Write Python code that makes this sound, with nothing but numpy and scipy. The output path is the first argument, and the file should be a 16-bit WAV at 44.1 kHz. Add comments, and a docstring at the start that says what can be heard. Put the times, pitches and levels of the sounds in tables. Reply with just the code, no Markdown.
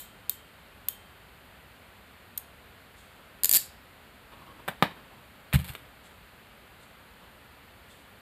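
"""A ratcheting crimper closes on a wire terminal: its steel pawl drops tooth by tooth, and the jaws ring faintly.
The pawl slips over a few teeth, then a spring runs it back over the rack, faster and faster, as the handles open.
The tool gives two dull snaps, is set down on a workbench with a clatter and a thump, and slides a little.
From shortly before the handles open to the end, a sleeve and fingers rustle faintly now and then.
Steady workshop air and a thin hiss, both made of coloured noise, lie under everything."""
import sys
import numpy as np
from scipy import signal
from scipy.fft import rfft, irfft, next_fast_len
from scipy.io import wavfile
from scipy.ndimage import uniform_filter1d, map_coordinates

SR = 44100
rng = np.random.default_rng(int(sys.argv[2]) if len(sys.argv) > 2 else 0)


def pcm_store(signal):
    """Save signal as 16-bit PCM."""
    levels = np.round(np.clip(np.atleast_2d(signal), -1, 1) * 32767)
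    wavfile.write(sys.argv[1], SR, levels.astype(np.int16).T)


N = 362046  # length of the scene in samples

# In the tables, a fade time is the time a sound takes to drop by 60 dB.
# Bright colour of small hard contacts and of sliding. Each row: frequency in Hz, relative level in dB.
TICK_COLOUR = [(300, -8), (3000, -2), (4300, -3.5), (6000, -20.5), (8000, -4.5), (11000, -6), (14000, 1.5),
               (14600, -44), (16000, -30)]
TOOTH_TICK_FADE_S = 0.0062  # fade time of the tick of one tooth
SCATTER_DB = 1.5  # every mode is struck a little differently from blow to blow


def amp(db):
    """Turn decibels into a gain."""
    return 10 ** (np.asarray(db) / 20)


def unit(x):
    """Scale a sound to an rms (average strength) of 1."""
    return x / np.sqrt(np.mean(x ** 2) + 1e-20)


def along(points, hz):
    """Read values between (Hz, value) points on a logarithmic pitch axis."""
    f, v = np.transpose(points)
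    return np.interp(np.log(hz + 1), np.log(f + 1), v)


def filtered(x, gain):
    """Multiply the spectrum of x by a gain that depends on frequency."""
    size = next_fast_len(N + SR // 2)
    spectrum = rfft(x, size) * gain(np.fft.rfftfreq(size, 1 / SR))
    return irfft(spectrum, size)[:N]


def noise(colour):
    """Shape random noise to a colour, at rms 1."""
    return unit(filtered(rng.standard_normal(N), lambda hz: amp(along(colour, hz))))


def add(track, s, sound):
    """Mix a sound into the track at s seconds; whatever falls outside the track is cut off."""
    start = round(s * SR)
    part = sound[max(-start, 0):N - start]
    track[max(start, 0):][:len(part)] += part


def burst(colour, t60, rise=0.00033, size=8192):
    """A contact: dying noise takes on the colour of the struck body, with the energy of 1 ms at rms 1."""
    t = np.arange(size) / SR
    fade = amp(-60 * t / t60)
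    blow = rfft(rng.standard_normal(size) * fade * (1 - np.exp(-t / rise)))
    # divide out the blow's own smoothed colour, so that the struck body sets it
    ripple = np.sqrt(np.abs(uniform_filter1d(np.abs(blow) ** 2, size=130))) + 1e-9
    wanted = amp(along(colour, np.fft.rfftfreq(size, 1 / SR)))
    # folding the cepstrum gives a filter that only answers after the blow, never before
    cepstrum = irfft(np.log(wanted / ripple))
    body = np.exp(rfft(2 * cepstrum[:size // 2], size))
    hit = irfft(blow * body)
    return hit / np.linalg.norm(hit) * np.sqrt(SR / 1000)


def in_room(hit, wet_db, near_db, near_t60):
    """A hit with dense echoes from things nearby and the longer tail of the workshop."""
    # How long the workshop echoes. Each row: frequency in Hz, fade time in seconds.
    room_fade = [(100, 0.37), (500, 0.2), (1500, 0.3), (4000, 0.34), (8000, 0.27), (14100, 0.2),
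                 (14600, 0.062)]
    hz, t, z = signal.stft(rng.standard_normal(SR // 2), SR, nperseg=256)
    fade = amp(-60 * t / along(room_fade, hz)[:, None])
    tail = signal.istft(z * fade, SR, nperseg=256)[1]
    t = np.arange(len(tail)) / SR
    tail = tail * (1 - np.exp(-t / 0.0014))
    near = rng.standard_normal(len(t)) * amp(-60 * t / near_t60) * (1 - np.exp(-t / .001))
    echoes = amp(wet_db) * tail / np.linalg.norm(tail) + amp(near_db) * near / np.linalg.norm(near)
    return signal.fftconvolve(hit, echoes + (t == 0))  # t == 0 passes the hit itself


def ring(modes, scatter_db):
    """One second of fading sine waves, the modes of a body, at new strengths for each blow."""
    t = np.arange(SR) / SR
    out = np.zeros(SR)
    for hz, db, t60 in modes:
        strength_db = db + scatter_db * rng.standard_normal()
        out += amp(strength_db - 60 * t / t60) * np.sin(2 * np.pi * hz * t)
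    return out * (1 - np.exp(-t / .0003))  # a short swell at the start


def tinted(colour, pitch_hz):
    """A tick's colour, lifted around the pitch that the place of contact favours."""
    bump_db, bump_octaves = 5, 0.31  # height and width of the lift
    lifted = []
    for hz, db in colour:
        octaves_off = np.log2(hz / pitch_hz)
        lifted.append((hz, db + bump_db * np.exp(-(octaves_off / bump_octaves) ** 2)))
    return lifted


def workshop_air():
    """The steady air of the workshop: mostly low, soft noise."""
    # Colour of the air. Each row: frequency in Hz, relative level in dB.
    air_colour = [(15, -54), (25, -14), (40, 0), (60, 3), (145, -6.5), (189, -4.5), (285, -8), (325, -12.5),
                  (378, -9), (460, -10), (501, -8.5), (1120, -10.5), (1390, -9), (2910, -14), (4500, -21.5),
                  (5850, -45.5), (9900, -120)]
    return amp(-53.5) * noise(air_colour)


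def microphone_hiss():
    """The thin, steady hiss of the microphone: mostly high noise."""
    # Colour of the hiss. Each row: frequency in Hz, relative level in dB.
    hiss_colour = [(2500, -19), (4500, 1.5), (5800, -10), (7200, -1.5), (10000, -1), (12500, 0), (14200, 6),
                   (14500, -37), (16000, -50)]
    return amp(-66.0) * noise(hiss_colour)


def rub(strokes, rise, colour, rough_db, catch_rate):
    """Strokes of friction noise that swell and fade; the strength wavers as the surfaces catch and slip."""
    t = np.arange(N) / SR
    level = np.zeros(N)
    for s, db, t60 in strokes:
        swell = np.interp(t, [s - rise, s], [0, 1])
        level += swell * amp(db - 60 * np.maximum(t - s, 0) / t60)
    # smooth random ups and downs, catch_rate random points per second
    catches = map_coordinates(rng.standard_normal(N // 20), [t * catch_rate], mode="wrap")
    return level * unit(noise(colour) * amp(rough_db * catches))


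def fingers():
    """Fingers run along the wire: bright, fairly even friction noise."""
    # Strokes of the fingers. Each row: peak time in seconds, level in dB, fade time in seconds.
    finger_strokes = [(2.985, -60, 0.56), (6.06, -59.5, 0.3), (6.83, -60, 0.24), (7.91, -59.5, 0.62)]
    # Colour of skin on wire. Each row: frequency in Hz, relative level in dB.
    skin_colour = [(1500, -33), (3500, 3), (5800, -14), (7500, -3), (9500, -6), (14000, -21), (14600, -35)]
    return rub(finger_strokes, .035, skin_colour, rough_db=1.5, catch_rate=150)


def sleeve():
    """A sleeve moves: darker friction noise of cloth."""
    # Moves of the sleeve. Each row: peak time in seconds, level in dB, fade time in seconds.
    sleeve_moves = [(3.17, -57.5, .4), (4.345, -51, 2.4), (4.9, -58, 2.3), (5.84, -59, 0.42),
                    (7.24, -55, 0.17)]
    # Colour of cloth. Each row: frequency in Hz, relative level in dB.
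    cloth_colour = [(60, -4), (200, 4), (400, -0.5), (700, -5.5), (1100, 3.5), (1600, -11), (3500, -12.5),
                    (6000, -33), (14000, -25), (14700, -60)]
    return rub(sleeve_moves, 0.05, cloth_colour, rough_db=3, catch_rate=60)


def slide():
    """The tool slides on the bench: bright, rough friction noise."""
    # Strokes of the tool. Each row: peak time in seconds, level in dB, fade time in seconds.
    slide_strokes = [(5.546, -46, 0.25), (5.675, -46.5, 0.45)]
    return rub(slide_strokes, 0.017, TICK_COLOUR, rough_db=4, catch_rate=400)


def chatter(t60, count):
    """(delay in s, dB) of the quick, uneven and ever weaker contacts of one landing."""
    gap_s, gap_scatter = .0058, 0.11  # typical time between contacts, its relative spread
    gaps = gap_s * np.exp(gap_scatter * rng.standard_normal(count))
    delays = np.cumsum(gaps) - gaps[0]
    return zip(delays, -60 * delays / t60)


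def clatter():
    """Steel lands on the bench and chatters: each contact is a bright tick plus a hard knock."""
    # Each row: start in seconds, bright tick in dB, hard knock in dB, fade time of the chatter in seconds.
    landings = [(5.5278, -43, -23.5, .008), (5.5338, -24, -23.5, 0.31), (5.590, -37, -40, 0.16),
                (5.644, -36, -44, 0.091), (5.685, -40, -39.5, 0.28), (5.7355, -43, -45, .008),
                (5.7510, -41, -30.5, .006)]
    # Colour of the knock. Each row: frequency in Hz, relative level in dB.
    knock_colour = [(100, -15), (700, -3), (1100, -5.5), (1700, -2.5), (2700, -1.5), (3700, -6),
                    (4400, -19), (5500, -29.5), (15000, -35)]
    contact_t60 = 0.012  # fade time of one contact in seconds
    out = np.zeros(N)
    for s, tick_db, knock_db, chatter_t60 in landings:
        for delay, db in chatter(chatter_t60, count=5):
            tick = amp(tick_db) * burst(TICK_COLOUR, contact_t60)
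            knock = amp(knock_db) * burst(knock_colour, contact_t60)
            add(out, s + delay, amp(db) * in_room(tick + knock, wet_db=-13, near_db=-5, near_t60=0.055))
    return out


def bench_thumps():
    """The tool's weight lands and the bench top booms in its low modes."""
    # Each row: start in seconds, level in dB, contact time in seconds.
    thumps = [(5.5393, -9.5, 0.0034), (5.5537, -7.5, 0.0046), (5.596, -23.5, 0.0032),
              (5.696, -23.5, 0.0067), (5.822, -39.5, 0.0061)]
    # Modes of the bench top. Each row: frequency in Hz, relative level in dB, fade time in seconds.
    bench_modes = [(62.6, -26, 0.071), (79.1, -14.5, 0.26), (130.2, -18, 0.25), (148, -2, 0.085),
                   (179.2, -16, 0.38), (243, -16, 0.085)]
    out = np.zeros(N)
    t = np.arange(SR // 20) / SR
    for s, db, contact in thumps:
        push = np.sin(np.pi * np.minimum(t / contact, 1))  # soft grips spread the blow in time
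        boom = signal.fftconvolve(ring(bench_modes, SCATTER_DB), push / push.sum())
        add(out, s, -amp(db) * boom)  # minus: the top gives way downward
    return out


def snaps():
    """Heavy, damped blows that rebound at once, with two short hollow notes and much echo."""
    # Dull snaps of the tool. Each row: start in seconds, level in dB, bright tick in dB,
    # fade time of the blow in seconds, hollow note in Hz, level of that note in dB.
    blows = [(4.679, -25, -33, 0.017, 1570, -46), (4.6835, -19.5, -31.5, 0.021, 1546, -22),
             (4.8244, -6.5, -25.5, 0.007, 1213, -16.5)]
    # Colour of a blow. Each row: frequency in Hz, relative level in dB.
    snap_colour = [(40, -22), (160, 3), (350, -6.5), (560, -3), (750, -0.5), (1200, -4), (1500, -2.5),
                   (2000, -7.5), (2600, -10), (3200, -13.5), (3560, -8.5), (3850, -16), (4700, -23.5),
                   (5800, -36), (15000, -53)]
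    rebound_s, rebound_db = 0.0038, -10.5  # the joint rebounds just after each blow
    high_note_hz, high_note_db = 3560, -25  # a higher note in every snap, relative to the blow
    note_t60 = .05  # fade time of both notes in seconds
    out = np.zeros(N)
    for s, db, tick_db, t60, note_hz, note_db in blows:
        for delay, share_db in [(0, 0), (rebound_s, rebound_db)]:
            blow = amp(db) * burst(snap_colour, t60) + amp(tick_db) * burst(TICK_COLOUR, t60)
            add(out, s + delay, amp(share_db) * in_room(blow, wet_db=-13, near_db=-6, near_t60=0.115))
        notes = [(note_hz, note_db, note_t60), (high_note_hz, db + high_note_db, note_t60)]
        add(out, s, ring(notes, SCATTER_DB))
    return out


def free_run(count):
    """(s, dB) of the teeth that pass the pawl as the spring speeds the rack up evenly."""
    release_s = 3.5131
    start_speed, acceleration = 41.6, 4064  # teeth per second, teeth per second squared
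    first_db, fade_db_per_s = -11, 12  # level of the first free tooth, loss with time
    speed = np.sqrt(start_speed ** 2 + 2 * acceleration * np.arange(count))
    t = (speed - start_speed) / acceleration
    return list(zip(release_s + t, first_db - fade_db_per_s * t))


def opening():
    """The spring pulls the pawl back over the teeth, faster and faster; a short, faint ring follows."""
    # The pawl slips over single teeth while the hand still holds. Each row: start in seconds, level in dB.
    slips = [(3.4346, -14), (3.445, -10.5), (3.4561, -13.5), (3.4934, -11)]
    # Colour of a tick on the way back. Each row: frequency in Hz, relative level in dB.
    rack_colour = [(100, -15), (1300, -22.5), (2100, -15.5), (3200, -13), (4600, -7.5), (5300, -13),
                   (6100, -20.5), (7000, -5), (9500, -9.5), (11800, -1.5), (14000, 2.5), (14700, -27),
                   (16000, -49)]
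    # Short modes of the pawl. Each row: frequency in Hz, relative level in dB, fade time in seconds.
    pawl_modes = [(1730, -21, 0.034), (3800, -7, 0.013), (4630, -9, 0.025), (7100, 2, 0.008),
                  (8000, 1, 0.009), (9330, -2, .008), (10600, -6, .008), (11750, -5, .012)]
    # Rings of the return spring. Each row: frequency in Hz, relative level in dB, fade time in seconds.
    spring_modes = [(1754, -4, .1), (3865, -7, .35), (4350, -5, .3), (4753, -10, .45), (5303, -15, .6),
                    (7294, -11, .35), (8473, -8, .18)]
    # A short, faint ring of fixed pitches follows the last tick.
    # Each row: frequency in Hz, level in dB, fade time in seconds.
    faint_ring = [(1754, -37, .1), (4637, -29, .07), (13300, -32, .06)]
    clack_db, spring_db = -10, -38.5  # rings of the pawl and of the spring, relative to the tick
    out = np.zeros(N)
    teeth = list(slips) + free_run(count=10)
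    for s, db in teeth:
        favoured_hz = rng.uniform(2490, 11950)  # each tooth favours some pitch in this range
        tick = burst(tinted(rack_colour, favoured_hz), TOOTH_TICK_FADE_S)
        clack = amp(clack_db) * ring(pawl_modes, SCATTER_DB)[:len(tick)]
        add(out, s, amp(db) * in_room(tick + clack, wet_db=-11.5, near_db=-17, near_t60=.016))
        add(out, s, amp(db + spring_db) * ring(spring_modes, SCATTER_DB))
    add(out, teeth[-1][0], ring(faint_ring, SCATTER_DB))
    return out


def closing():
    """Each tooth gives a hard tick and a second, weaker one, and the jaws ring on faintly."""
    # The pawl drops under load. Each row: start in seconds, level in dB, ring of the jaws in dB
    # relative to the tick, most strongly rung pitch in Hz, pitch that colours the tick in Hz,
    # second drop in dB relative to the first.
    tooth_drops = [(-.012, -14.5, -42, 7660, 4050, -32), (0.2954, -14.5, -43.5, 7660, 4370, -22),
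                   (0.8853, -15, -43, 3150, 2680, -32), (2.376, -23, -51, 8300, 7900, -1)]
    # Long rings of the steel jaws. Each row: frequency in Hz, relative level in dB, fade time in seconds.
    jaw_modes = [(3149, -1, .95), (3741, -4, .35), (5550, -13, .25), (6810, -2, .35), (7662, 3, .3),
                 (8193, -10, .5), (8303, -4, .7), (8489, -9, .55), (13590, -4, .2)]
    # Colour of a tick under load. Each row: frequency in Hz, relative level in dB.
    tooth_colour = [(100, -40), (1500, -26), (2600, -23.5), (3500, -13), (4400, -15.5), (4950, -26),
                    (5400, -17.5), (6000, -27), (6700, -10.5), (7400, -22), (8500, -10.5), (11500, -9),
                    (13000, 1), (13900, 1.5), (14500, -23), (15000, -64)]
    stutter_s = 0.0021  # a tooth that catches drops a second time
    out = np.zeros(N)
    for s, db, ring_db, rung_hz, tick_hz, stutter_db in tooth_drops:
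        for delay, drop_db in [(0, db), (stutter_s, db + stutter_db)]:
            tick = burst(tinted(tooth_colour, tick_hz), TOOTH_TICK_FADE_S)
            add(out, s + delay, amp(drop_db) * in_room(tick, wet_db=-13.5, near_db=-13, near_t60=.016))
        # where the tooth strikes decides which modes of the jaws answer most
        modes = [(hz, level + 7 * (abs(hz - rung_hz) < 400), t60) for hz, level, t60 in jaw_modes]
        add(out, s, amp(db + ring_db) * ring(modes, SCATTER_DB))
    return out


def scene():
    """All sources added together at one close microphone."""
    background = workshop_air() + microphone_hiss()
    handling = fingers() + sleeve() + slide()
    set_down = clatter() + bench_thumps()
    return (background + handling + set_down + snaps() + opening() + closing())[None]


def record(dry):
    """The microphone loses the deep bass, sharp peaks are rounded, and the highest treble is cut off."""
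    top_hz = 15700  # nothing is kept from here up
    bass_cut = signal.butter(2, 50, "high", fs=SR, output="sos")
    thin = signal.sosfilt(bass_cut, dry[0])
    rounded = thin / (1 + np.abs(thin / .62) ** 6) ** (1 / 6)  # no peak can pass 0.62 here
    return filtered(rounded, lambda hz: hz < top_hz)[None]


dry = scene()
out = record(dry)
pcm_store(out)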